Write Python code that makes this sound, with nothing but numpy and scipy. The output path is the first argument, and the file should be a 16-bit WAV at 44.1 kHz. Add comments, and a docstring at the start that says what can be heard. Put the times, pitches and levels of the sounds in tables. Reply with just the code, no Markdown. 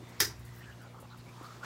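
"""A ceiling fan's pull-chain switch snaps once: the impact of its contacts excites the damped modes of
the metal housing and glass shades, the fan throbs on its mount, and a small room reverberates.
The freed bead chain ticks and jingles faintly as its beads collide, while the motor hums on at
harmonics of the mains over a low rumble and moving air. Soft knocks, rubbing and rustle follow,
made by impact and friction as the hand-held microphone moves away."""
import sys
import numpy as np
from scipy import signal
from scipy.fft import rfft, irfft, next_fast_len
from scipy.io import wavfile
from scipy.ndimage import uniform_filter1d, map_coordinates

SR = 44100
rng = np.random.default_rng(int(sys.argv[2]) if len(sys.argv) > 2 else 0)


def transcribe(u):
    """Save the signal u as a 16-bit wav file named by the first command-line argument.

    u: samples, shape (n,) or (channels, n), limited to [-1, 1]; the rate is SR.
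    q: integer samples, one column per channel.
    """
    v = np.clip(np.atleast_2d(u).T, -1, 1)
    q = np.round(v * 32767).astype(np.int16)
    wavfile.write(sys.argv[1], SR, q)


N = 72765

# spectrum of the moving air (frequency [Hz], relative level [dB])
AIR_SPECTRUM = [(30, 5.5), (80, 2.5), (160, 1.5), (260, 0), (370, -3), (600, -5.5), (1000, -3.5),
                (1600, -11), (2100, -12.5), (2800, -14), (5000, -23), (8000, -24), (16000, -29)]
# spectrum of the fan's rumble (frequency [Hz], relative level [dB])
RUMBLE_SPECTRUM = [(30, -45), (48, -1), (65, 11), (90, 5), (130, 8.5), (250, -49)]
# envelope of the rumble (time [s], level [dB])
RUMBLE_ENVELOPE = [(0, -62), (.21, -55), (.25, -49.5), (.45, -51.5), (.6, -58.5), (.73, -55), (.8, -63),
                   (.95, -68), (1.05, -56.5), (1.2, -80), (1.65, -72)]
# motor hum (multiple of the mains frequency [1], rms level at mid-scene [dB])
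HUM_HARMONICS = [(1, -74), (2, -53), (3, -63.5), (4, -64), (5, -74.5), (6, -67.5), (8, -75.5)]
# soft knocks of the hand (time [s], level [dB], frequency [Hz])
HAND_KNOCKS = [(1.0255, -44, 580), (1.026, -44, 400), (1.411, -40, 290), (1.413, -47, 1050),
               (1.574, -47, 300)]
# faint squeaky rubs (time [s], duration [s], centre frequency [Hz], bandwidth [Hz], level [dB])
HAND_RUBS = [(.0, 0.22, 2050, 470, -61), (.0, 0.046, 322, 133, -55), (0.37, 0.27, 1970, 263, -62.5),
             (0.607, 0.023, 1920, 280, -52.5), (0.623, 0.04, 2760, 900, -57),
             (0.63, 0.12, 1630, 254, -55.5), (0.705, 0.041, 2900, 500, -62),
             (0.788, 0.11, 1445, 226, -56.5), (0.825, 0.067, 635, 404, -60), (0.909, 0.12, 1190, 403, -57),
             (1.017, 0.05, 900, 700, -53.5), (1.097, 0.044, 3980, 700, -62),
             (1.106, 0.056, 1360, 302, -54.5), (1.175, 0.046, 4030, 1500, -61.5),
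             (1.25, 0.062, 2320, 260, -59.5), (0.837, 0.053, 2370, 400, -71),
             (1.356, 0.096, 1020, 494, -54), (1.419, 0.072, 1270, 199, -49.5),
             (1.437, 0.042, 4480, 800, -59.5), (1.477, 0.056, 1284, 190, -49),
             (1.602, 0.062, 1310, 350, -48.5), (1.628, 0.013, 1396, 195, -39),
             (1.641, .025, 1440, 500, -38)]
# spectrum of the hand's rustle (frequency [Hz], relative level [dB])
RUSTLE_SPECTRUM = [(150, -1.5), (400, 1.5), (1200, 1.5), (2500, -7.5), (4500, -7), (7500, -12),
                   (10000, -22.5), (16000, -22)]
# envelope of the rustle (time [s], level [dB])
RUSTLE_ENVELOPE = [(0, -60.5), (.15, -56), (.4, -61.5), (.65, -59), (.95, -64), (1.25, -60.5),
                   (1.45, -55.5), (1.56, -55), (1.62, -58.5), (1.65, -45)]
# collisions of the chain's beads (time [s], level [dB], T60 [s])
BEAD_TICKS = [(.05, -64, 0.062), (.087, -56, 0.08), (.39, -57.5, 0.086), (.447, -58, 0.26),
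              (.815, -59, 0.079), (0.999, -54, 0.088), (1.013, -63, 0.1), (1.172, -59, 0.12),
              (1.245, -73, 0.17), (1.288, -63.5, 0.074), (1.425, -64, 0.43)]
# spectrum of a bead collision (frequency [Hz], relative level [dB])
BEAD_SPECTRUM = [(2000, -43), (5000, -1), (7000, 11), (11000, 12.5), (16000, 9.5)]
# resonances of the beads (frequency [Hz], bandwidth [Hz], relative level [dB])
BEAD_RESONANCES = [(5460, 90, -5), (7100, 86, -10), (8500, 80, -12), (10100, 90, -7), (11100, 140, -4),
                   (12020, 300, 6), (14500, 280, 8), (15500, 400, 1)]
# throbs of the fan on its mount (time [s], level [dB], frequency [Hz], T60 [s], rise time [s])
MOUNT_THROBS = [(.22, -38, 76, .17, .012), (.277, -39.5, 114, .22, .005)]
# spectrum of the room's response to the snap (frequency [Hz], relative level [dB])
REVERB_SPECTRUM = [(100, -3.5), (260, -12.5), (350, -1), (600, -14), (850, -9.5), (1200, -8.5), (1850, 2.5),
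                   (2600, -11), (4400, -4), (5000, 2.5), (5900, 2.5), (7000, -6), (8800, -9.5),
                   (12000, -7.5), (16000, -5.5)]
# reverberation time of the room (frequency [Hz], T60 [s])
REVERB_T60 = [(200, 0.34), (1500, 0.24), (5500, 0.22), (9000, 0.22), (15000, 0.17)]
# slow modes of the fan body (frequency [Hz], level [dB], T60 [s], rise time [s])
BODY_MODES = [(340, -29.5, 0.11, 0.012), (416, -31.5, 0.13, 0.01)]
# jolts to the body from the snap, then the slackening chain (time [s], relative level [dB])
BODY_JOLTS = [(.21, 0), (.267, -11)]
# modes of the housing and shades (frequency [Hz], relative level [dB], T60 [s])
HOUSING_MODES = [(1356, -9.5, .22), (1575, -5, .26), (1660, .5, .11), (1752, 1, .1), (1900, -2, .09),
                 (1978, -5, .26), (2665, -12, .2), (3190, -8, .17), (3790, -6, .25), (4904, 1.5, .21),
                 (4990, -.5, .14), (5285, -1, .18), (5502, -4, .17), (5603, -4, .24), (5674, -4, .27),
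                 (5745, -1.5, .19), (6220, -4.5, .18), (6440, -4.5, .16), (9990, -10, .11),
                 (12140, -6, .14)]
# scrapes of the spring and beads, just before the snap and as they settle
# (time [s], duration [s], centre frequency [Hz], bandwidth [Hz], level [dB])
SPRING_SCRAPES = [(.194, .024, 5300, 650, -35), (.244, .018, 5050, 400, -35), (.314, .007, 5200, 600, -52)]
# impacts inside the switch: the snap, then its rattle (time [s], level [dB], T60 [s])
CONTACT_IMPACTS = [(0.2014, -27, .008), (0.2030, -15, 0.01), (0.2052, -23.5, 0.016), (0.2115, -28, 0.012),
                   (.215, -28, .012), (.2325, -32.5, .012), (.2485, -34.5, .02)]
# spectrum of a contact impact (frequency [Hz], relative level [dB])
CONTACT_SPECTRUM = [(200, -15), (600, -15), (1000, -2), (2000, 6), (3500, 3), (5500, 4), (8000, 0.5),
                    (11000, 7.5), (16000, -5)]


def amp(db):
    """Amplitude ratio: a factor of ten per 20 dB."""
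    return 10 ** (np.asarray(db) / 20)


def unit(x):
    """Normalisation to an rms of 1."""
    return x / np.sqrt(np.mean(x ** 2) + 1e-20)


def along(points, hz):
    """Interpolation of (frequency [Hz], value) points on a logarithmic frequency axis."""
    freqs, values = np.transpose(points)
    return np.interp(np.log(hz + 1), np.log(freqs + 1), values)


def since(s):
    """Causal time: seconds elapsed since s, zero before it."""
    return np.maximum(np.arange(N) / SR - s, 0)


def level(points):
    """Gain envelope by interpolation of (time [s], level [dB]) points."""
    return amp(np.interp(since(0), *np.transpose(points)))


def struck(s, t60, rise):
    """Impact envelope: a quick rise, then exponential damping by 60 dB in t60 seconds."""
    t = since(s)
    return (1 - np.exp(-t / rise)) * np.exp(-np.log(1000) * t / t60)


def swell(s, length):
    """Half-sine envelope: one rise and fall."""
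    return np.sin(np.pi * np.minimum(since(s) / length, 1))


def wobble(rate):
    """Random modulation: a spline through rate Gaussian values a second."""
    return map_coordinates(rng.standard_normal(size=1024), [since(0) * rate], mode="wrap")


def filtered(x, response):
    """Linear filtering: the spectrum of x times a frequency response."""
    size = next_fast_len(N + SR // 2)
    return irfft(rfft(x, size) * response(np.fft.rfftfreq(size, 1 / SR)), size)[:N]


def reshaped(x, gain):
    """Time-varying filtering: short-time spectra times gain(frequency, time)."""
    hz, t, spectra = signal.stft(x, SR, nperseg=512)
    return signal.istft(spectra * gain(hz[:, None], t[None]), SR, nperseg=512)[1][:N]


def noise(spectrum):
    """Coloured noise of rms 1: white noise shaped by a spectrum."""
    return unit(filtered(rng.standard_normal(N), lambda hz: amp(along(spectrum, hz))))


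def band(centre_hz, width_hz):
    """A resonance driven by noise, at rms 1; the width is taken at half amplitude."""
    resonance = lambda hz: 1 / (1 + ((hz - centre_hz) / (width_hz / 2)) ** 2)
    return unit(filtered(rng.standard_normal(N), resonance))


def grain(depth_db=3, rate=260):
    """Fast random amplitude modulation, heard as roughness."""
    return amp(depth_db * wobble(rate))


def rub(s, length, hz, width_hz, db):
    """Stick-slip friction: a short, uneven stroke excites one resonance."""
    return amp(db) * swell(s, length) * unit(grain() * band(hz, width_hz))


def air_and_rumble(air_db=-57.5, patch_depth_db=4.5):
    """Broadband fan noise: a low rumble, and moving air that fluctuates in time and frequency."""
    def patches(hz, t):
        field = rng.standard_normal((hz.size, t.size))
        field = uniform_filter1d(field, size=5, axis=0)
        field = uniform_filter1d(field, size=10, axis=1)
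        return amp(patch_depth_db * unit(field))

    rumble = level(RUMBLE_ENVELOPE) * noise(RUMBLE_SPECTRUM)
    air = unit(reshaped(noise(AIR_SPECTRUM), patches))
    return rumble + amp(air_db) * air


def motor_hum(mains_hz=59.7, rotor_hz=148, rotor_db=-67, waver_db=.6, drift_rad=.12, fade_db_per_s=1):
    """A line spectrum of mains harmonics and a rotor tone, fading as the microphone's distance grows."""
    lines = [(round(k) * mains_hz, db) for k, db in HUM_HARMONICS] + [(rotor_hz, rotor_db)]
    t = since(0)
    tone = lambda hz: np.sqrt(2) * np.sin(2 * np.pi * (hz * t + rng.random()) + drift_rad * wobble(6.8))
    fade = amp(-fade_db_per_s * (t - t.mean()))
    return fade * sum(amp(db + waver_db * wobble(9.33)) * tone(hz) for hz, db in lines)


def handling(knock_t60_s=.034, grit_db=-3, relative_width=.28):
    """Structure-borne sound: the hand's impacts and friction on the microphone knock, rub and rustle."""
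    thump = lambda s, hz: np.sin(2 * np.pi * hz * since(s)) + amp(grit_db) * band(hz, relative_width * hz)
    knocks = sum(amp(db) * struck(s, knock_t60_s, rise=.0004) * thump(s, hz)
                 for s, db, hz in HAND_KNOCKS)
    rubs = sum(rub(*stroke) for stroke in HAND_RUBS)
    rustle = level(RUSTLE_ENVELOPE) * noise(RUSTLE_SPECTRUM)
    return knocks + rubs + rustle


def bead_chain(jingle_db=-63, rattle_db=-2):
    """Collisions in the swinging chain give bright ticks, and once a jingle at the beads' resonances."""
    tick_envelope = sum(amp(db) * struck(s, t60, rise=.0023) for s, db, t60 in BEAD_TICKS)
    ticks = tick_envelope * noise(BEAD_SPECTRUM)
    ring = unit(sum(amp(db) * band(hz, width) for hz, width, db in BEAD_RESONANCES))
    rattle = amp(rattle_db) * noise(BEAD_SPECTRUM)
    jingle = unit((ring + rattle) * grain())
    return ticks + amp(jingle_db) * swell(s=.515, length=.115) * jingle


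def mount_shudder():
    """Damped free vibration: the fan throbs briefly on its mount after the switching."""
    return sum(amp(db) * struck(s, t60, rise) * np.sin(2 * np.pi * hz * since(s))
               for s, db, hz, t60, rise in MOUNT_THROBS)


def room_reverb(gain_db=-22, start_s=.2025, rise_s=.0017):
    """Reverberation: dense reflections of the snap decay exponentially, each frequency at its own rate."""
    decay = lambda hz, t: np.exp(-np.log(1000) * np.maximum(t - start_s, 0) / along(REVERB_T60, hz))
    build_up = 1 - np.exp(-since(start_s) / rise_s)
    return amp(gain_db) * reshaped(noise(REVERB_SPECTRUM), decay) * build_up


def switch_snap(housing_db=-32.8, waver_rad=.24, waver_db=1.8, waver_rate=55):
    """Impact excitation: the spring slips, the contacts strike, and housing and body ring in modes."""
    snap_s = CONTACT_IMPACTS[1][0]  # the strongest impact
    t = since(snap_s)
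    tone = lambda hz: np.sin(2 * np.pi * (hz * t + rng.random()) + waver_rad * wobble(waver_rate))
    jolted = lambda t60, rise: sum(amp(db) * struck(s, t60, rise) for s, db in BODY_JOLTS)
    cracks = sum(amp(db) * struck(s, t60, rise=.0001) * noise(CONTACT_SPECTRUM)
                 for s, db, t60 in CONTACT_IMPACTS)
    housing = sum(amp(db + waver_db * wobble(waver_rate)) * struck(snap_s, t60, rise=.0012) * tone(hz)
                  for hz, db, t60 in HOUSING_MODES)
    body = sum(amp(db) * jolted(t60, rise) * tone(hz) for hz, db, t60, rise in BODY_MODES)
    scrapes = sum(rub(*stroke) for stroke in SPRING_SCRAPES)
    return scrapes + cracks + amp(housing_db) * housing + body


def scene():
    """Superposition: all sources add at one microphone."""
    switching = switch_snap() + room_reverb() + mount_shudder() + bead_chain()
    return (switching + handling() + motor_hum() + air_and_rumble())[None]


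def record(dry):
    """Band limiting: filters remove the deepest bass and the highest treble."""
    bottom_hz, top_hz = 55, 15900
    low_cut = signal.butter(6, bottom_hz, "highpass", fs=SR, output="sos")
    high_cut = lambda hz: 1 / (1 + (hz / top_hz) ** 200)
    return filtered(signal.sosfilt(low_cut, dry[0]), high_cut)[None]


dry = scene()
out = record(dry)
transcribe(out)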